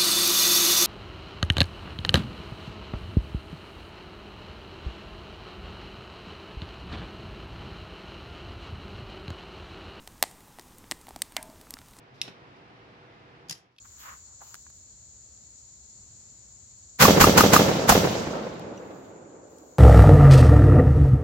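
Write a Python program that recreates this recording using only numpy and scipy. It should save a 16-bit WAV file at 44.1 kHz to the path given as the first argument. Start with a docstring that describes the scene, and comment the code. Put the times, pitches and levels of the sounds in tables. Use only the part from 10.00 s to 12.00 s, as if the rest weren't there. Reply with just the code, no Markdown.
"""Wood fire in an outdoor stove

Gas pockets burst in the logs: each pop is a sharp crack that scatters in the firebox and echoes
faintly from the yard. One pop sets the stove's metal ringing. Dull log knocks, ember ticks,
a soft flame rumble and a thin hiss fill the gaps."""
import sys
import numpy as np
from scipy import signal
from scipy.fft import rfft, irfft
from scipy.io import wavfile
from scipy.ndimage import uniform_filter1d

SR = 44100
rng = np.random.default_rng(int(sys.argv[2]) if len(sys.argv) > 2 else 0)


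def dump(signal):
    """Clip the signal to [-1, 1] and save it as 16-bit WAV at the path in sys.argv[1]."""
    limited = np.clip(np.atleast_2d(signal).T, -1, 1)
    pcm = np.round(limited * 32767).astype(np.int16)
    wavfile.write(sys.argv[1], SR, pcm)


N = 88200
CRACK_SAMPLES = 2048
BINS_HZ = np.fft.rfftfreq(CRACK_SAMPLES, 1 / SR)

BAND_HZ = [300, 3000, 8000, 14000]  # bass, mid, treble, top
THUMP_HZ, THUMP_WIDTH_HZ, SPLINTER_Q = 766, 283, 6.1
# Colour common to all pops (frequency [Hz], gain [dB])
FIREBOX_COLOUR = [(30, -29), (120, -11.5), (250, 0), (380, 2.5), (560, -3.5), (1000, 0.5), (1430, -6.5),
                  (1950, 5), (2550, -3), (3200, -1), (4200, 2), (6300, -3), (8700, 1), (10500, -4),
                  (15000, -3), (16500, -26)]
# Gas bursts (time [s], bass [dB], thump [dB], mid [dB], treble [dB], top [dB],
# splinter pitch [Hz], splinter lift [dB], scatter [dB re first click])
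GAS_POPS = [ (0.0751, -21.5, -6.5, -14.5, -14.5, -17.5, 3040, 5, 6),
            (0.2264, 10.5, 17.5, 11.5, 10.5, 6, 13900, 8, 5.5),
            (0.238, -9, 10, -2.5, -11, -12, 4300, 3, -9.5),
            (.3120, -25, -9.5, -32, -23.5, -23, 7500, 0, 16),
            (0.4056, -25, -22, -30.5, -28, -26, 5000, -9, 12),
            (0.4824, -19, -16, -35, -42, -27, 12800, 3, -3),
            (0.5868, -14, -3, -19.5, -36, -31, 9000, 16, -6),
            (0.5951, -7.5, -15, -18, -20, -21, 5570, 6.5, 11),
            (.6120, -28, -28, -28, -27, -36, 8000, 3, -8), (.7834, -29, -38, -35, -25, -18.5, 7700, 7.5, 5),
            (0.8414, -14, -18, -23, -42, -42, 2006, 0, 7), (.9130, -7.5, -2, 0.5, 1, -10, 5300, 3.5, -5),
            (0.9193, 5, -16, 0.5, -25, -13, 8260, 24.5, 6),
            (1.0135, -34, -23, -29.5, -25.5, -30, 8900, 6.5, 2),
            (1.0698, -29, -12, -20.5, -32, -20, 2200, 4, -8), (1.084, -11, -3, -28, -32, -33, 4540, 5, 0),
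            (1.0891, -36, -11, -23.5, -23, -20, 8500, 6.5, 12),
            (1.1080, -12, -2.5, -26.5, -28, -30, 3000, 3, -5),
            (1.1618, -22, 2, -15.5, -14, -17.5, 4950, 3, -3),
            (1.1906, -28, -32, -33, -28, -33, 8500, 1, -4),
            (1.2198, -16.5, -14.5, 4, -1.5, 0, 8400, 12, -0.5),
            (1.3214, -19, -28, -21.5, -36.5, -25, 8660, 17, 7),
            (1.3661, -6, 9.5, 3.5, 0.5, -3.5, 3210, 7.5, 26),
            (1.428, -36, -23, -17, -15.5, -12.5, 9800, 10.5, 1),
            (1.5000, -25, -13.5, -39, -28, -34, 4500, 12.5, 4),
            (1.6130, -38, -28, -23, -25, -20, 9900, -1, 4),
            (1.669, -30, -20, -29.5, -37, -38, 1340, 24.5, 1),
            (1.7070, -25, -15, -19.5, -10, -15, 12000, 11.5, -2),
            (1.7394, -24, -27, -12.5, -12, -12.5, 5150, 11, -3.5),
            (1.7698, -19.5, -16, -23, -41, -36, 1375, 20.5, -11),
            (1.7880, -22, -15, -19, -23, -28, 4630, 4, 4), (1.8158, -23, -18, -25, -36, -34, 1340, 18, 6),
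            (1.8850, -38, -33, -30, -30, -25, 6000, 1, 1), (1.9350, -39, -22, -25, -32, -32, 4000, 4, 5),
            (1.9668, -25, -14.5, -31, -24, -36, 7000, -1, 8),
            (1.9873, -18, -19, -27, -16.5, -29, 9000, -4, 5), ]


def pops():
    """Gas bursts ring a splinter and thump the firebox air. Returns direct sound and yard feed."""
    direct, to_yard = np.zeros((2, N))
    for start_s, bass, thump_db, mid, treble, top, splinter_hz, lift_db, scatter_db in GAS_POPS:
        bands = list(zip(BAND_HZ, (bass, mid, treble, top)))
        wood = amp(curve(bands, BINS_HZ) + curve(FIREBOX_COLOUR, BINS_HZ))
        splinter = 1 + (amp(lift_db) - 1) * resonance(splinter_hz, splinter_hz / SPLINTER_Q) ** 2
        thump = amp(thump_db) * resonance(THUMP_HZ, THUMP_WIDTH_HZ) * resonance(THUMP_HZ, THUMP_HZ)
        add(direct, start_s, crack(np.hypot(wood * splinter, thump), scatter_db))
        add(to_yard, start_s, irfft(minimum_phase(np.hypot(wood, thump))))
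    return direct, to_yard


def crack(gain, scatter_db, rise_s=0.00053, decay_s=0.0012):
    """A click and its dense reflections among the logs, flattened, then coloured by gain."""
    t = np.arange(CRACK_SAMPLES) / SR
    click = t == 0
    scatter = rng.standard_normal(len(t)) * np.exp(-t / decay_s) * (1 - np.exp(-t / rise_s))
    spectrum = rfft(amp(scatter_db) * scatter / np.linalg.norm(scatter) - click)
    broad_shape = np.sqrt(uniform_filter1d(abs(spectrum) ** 2, size=31))
    return irfft(spectrum * minimum_phase(gain / broad_shape))


ROUGHNESS, BEAT_HZ = 0.71, 45.4  # both at 1 kHz
# Stove wall modes (frequency [Hz], level [dB], T60 [s])
WALL_MODES = [(618, -50.5, 0.72), (653, -50.5, 0.97), (720, -55, 0.42), (745, -48.5, 0.43), (882, -52, .8),
              (935, -44, 0.21), (996, -50, 0.53), (1630, -40, 0.12), (1690, -47.5, 0.23),
              (2030, -38, 0.095), (2123, -38.5, .13), (2370, -55, 0.067), (2320, -56, 0.17),
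              (2800, -49.5, 0.23)]
# Pops against the wall (time [s], gain [dB])
WALL_HITS = [(1.3668, 0)]


def stove_ring(attack_s=0.0012):
    """A pop rings the metal wall. Higher modes crowd together, so they beat faster and deeper."""
    out, t = np.zeros(N), np.arange(SR) / SR
    attack = np.minimum(t / attack_s, 1)
    for start_s, hit_db in WALL_HITS:
        for hz, level_db, t60_s in WALL_MODES:
            crowding = (hz / 1000) ** 2.3
            rough = np.clip(ROUGHNESS * crowding, 0, 1)
            low_pass = signal.butter(2, BEAT_HZ * crowding, fs=SR, output="sos")
            slow_noise = signal.sosfilt(low_pass, rng.standard_normal((2, 2 * SR)))[:, SR:]
            real, imag = unit_rms(slow_noise) / np.sqrt(2)
            beating = np.sqrt(1 - rough ** 2) + rough * (real + 1j * imag)
            mode = (beating * np.exp(2j * np.pi * (hz * t + rng.random()))).real
            add(out, start_s, amp(hit_db + level_db - 60 * t / t60_s) * mode * attack)
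    return out


# Log jolts (time [s], level [dB])
LOG_JOLTS = [(0.2267, -34.5), (.9200, -37.5), (1.1613, -35), (1.3850, -35.5), (1.491, -36), (1.7391, -35.5)]


def log_knocks(pitch_hz=265.7, decay_s=0.0046):
    """A jolted log answers with a short low note."""
    out, t = np.zeros(N), np.arange(0, 10 * decay_s, 1 / SR)
    envelope = np.minimum(t * pitch_hz, 1) * np.exp(-t / decay_s)
    note = np.sin(2 * np.pi * pitch_hz * t) * envelope
    for start_s, level_db in LOG_JOLTS:
        add(out, start_s, amp(level_db) * note)
    return out


def ember_ticks(rate_per_s=68, floor_db=-42, spread_db=3.5):
    """Embers tick at random, each at its own pitch; loud ticks are rare."""
    out = np.zeros(N)
    pitches_hz = np.geomspace(2000, 12000, 64)
    for when, softness, pitch in rng.random((int(rate_per_s * N / SR), 3)):
        hz = pitches_hz[int(pitch * len(pitches_hz))]
        level_db = floor_db - spread_db * np.log(max(softness, 0.03))
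        add(out, when * N / SR, crack(amp(level_db) * resonance(hz, hz), scatter_db=-1))
    return out


# Yard decay (frequency [Hz], T60 [s])
ECHO_DECAY = [(200, 0.23), (1000, 0.61), (4000, 0.33), (9000, 0.44), (15000, 0.23)]
# Echo colour (frequency [Hz], relative gain [dB])
ECHO_COLOUR = [(200, 12), (900, -2), (1800, -0.5), (4000, -1.5), (8500, 3), (14000, -1.5)]


def yard_echo(sound, gain_db=-22, delay_s=0.005):
    """The surroundings return a faint diffuse echo, longest near 1 kHz."""
    hz, t, noise = signal.stft(rng.standard_normal(SR), SR, nperseg=256)
    envelope_db = curve(ECHO_COLOUR, hz)[:, None] - 60 * t / curve(ECHO_DECAY, hz)[:, None]
    tail = signal.istft(noise * amp(envelope_db), SR)[1]
    out = np.zeros(N)
    add(out, delay_s, signal.fftconvolve(sound, tail / np.linalg.norm(tail)))
    return amp(gain_db) * out


FLUTTER_DB, HISS_FLICKER_DB, HISS_EDGE_HZ = 1.65, 0.5, 15900
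RUMBLE_SIDE_DB, SIDE_CORNER_HZ, HISS_SIDE_DB = -25, 300, -40.5
# Rumble and hiss (frequency [Hz], relative density [dB])
FLAME_SPECTRUM = [(12, -29), (20, 1.5), (176, -7), (227, -5.5), (693, -17), (843, -11.5), (916, -13),
                  (1320, -17.5), (1790, -20.5), (2180, -22.5), (2570, -22.5), (4140, -24.5), (4500, -25),
                  (8790, -23), (10700, -27.5), (14100, -25.5), (15800, -31.5)]


def flames(rms_db=-54):
    """Flames flutter in the bass under a smoother hiss; the rumble is slightly wider in stereo."""
    hz = np.fft.rfftfreq(1024, 1 / SR)
    frames = N // 256 + 5
    mid_re, mid_im, side_re, side_im, flicker = rng.standard_normal((5, frames, len(hz)))
    flicker = uniform_filter1d(flicker, size=6, axis=0)
    flicker = unit_rms(uniform_filter1d(flicker, size=10, axis=1))
    depth_db = curve([(400, FLUTTER_DB), (2500, HISS_FLICKER_DB)], hz)
    gain = amp(curve(FLAME_SPECTRUM, hz) + depth_db * flicker) * (hz < HISS_EDGE_HZ)
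    width = amp(RUMBLE_SIDE_DB) / np.hypot(1, hz / SIDE_CORNER_HZ) + amp(HISS_SIDE_DB)
    spectra = np.array([mid_re + 1j * mid_im, (side_re + 1j * side_im) * width]) * gain
    mid, side = signal.istft(spectra.transpose(0, 2, 1), nperseg=1024, noverlap=768)[1][:, :N]
    return amp(rms_db) * unit_rms(np.array([mid + side, mid - side]))


def amp(db):
    return 10 ** (np.asarray(db) / 20)


def unit_rms(x):
    return x / np.sqrt(np.mean(x ** 2) + 1e-20)


def curve(points, hz):
    """Interpolates (frequency [Hz], value) points on a log-frequency axis."""
    points_hz, values = np.transpose(points)
    return np.interp(np.log(hz + 1), np.log(points_hz + 1), values)


def add(mix, start_s, sound):
    part = mix[max(round(start_s * SR), 0):][:len(sound)]
    part += sound[:len(part)]


def resonance(centre_hz, width_hz):
    """Band-pass gain over BINS_HZ, 1 at the centre."""
    return 1 / np.sqrt(1 + ((BINS_HZ ** 2 - centre_hz ** 2) / (BINS_HZ * width_hz + 1)) ** 2)


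def minimum_phase(gain):
    """Spectrum of the quickest click with this gain."""
    log_gain = np.log(np.maximum(gain, 1e-5))
    mirrored = np.concatenate([log_gain, log_gain[-2:0:-1]])
    return np.exp(np.conj(signal.hilbert(mirrored)))[:len(gain)]


def scene():
    """The fire, straight ahead."""
    direct, to_yard = pops()
    return direct + yard_echo(to_yard) + log_knocks() + ember_ticks() + stove_ring() + flames()


def record(dry, cutoff_hz=16800):
    """Soft limiter at full scale, then a low-pass."""
    limited = dry / (1 + dry ** 8) ** (1 / 8)
    low_pass = signal.firwin(255, cutoff_hz, window=("kaiser", 9), fs=SR)
    return signal.oaconvolve(limited, low_pass[None], "same")


dry = scene()
out = record(dry)
dump(out)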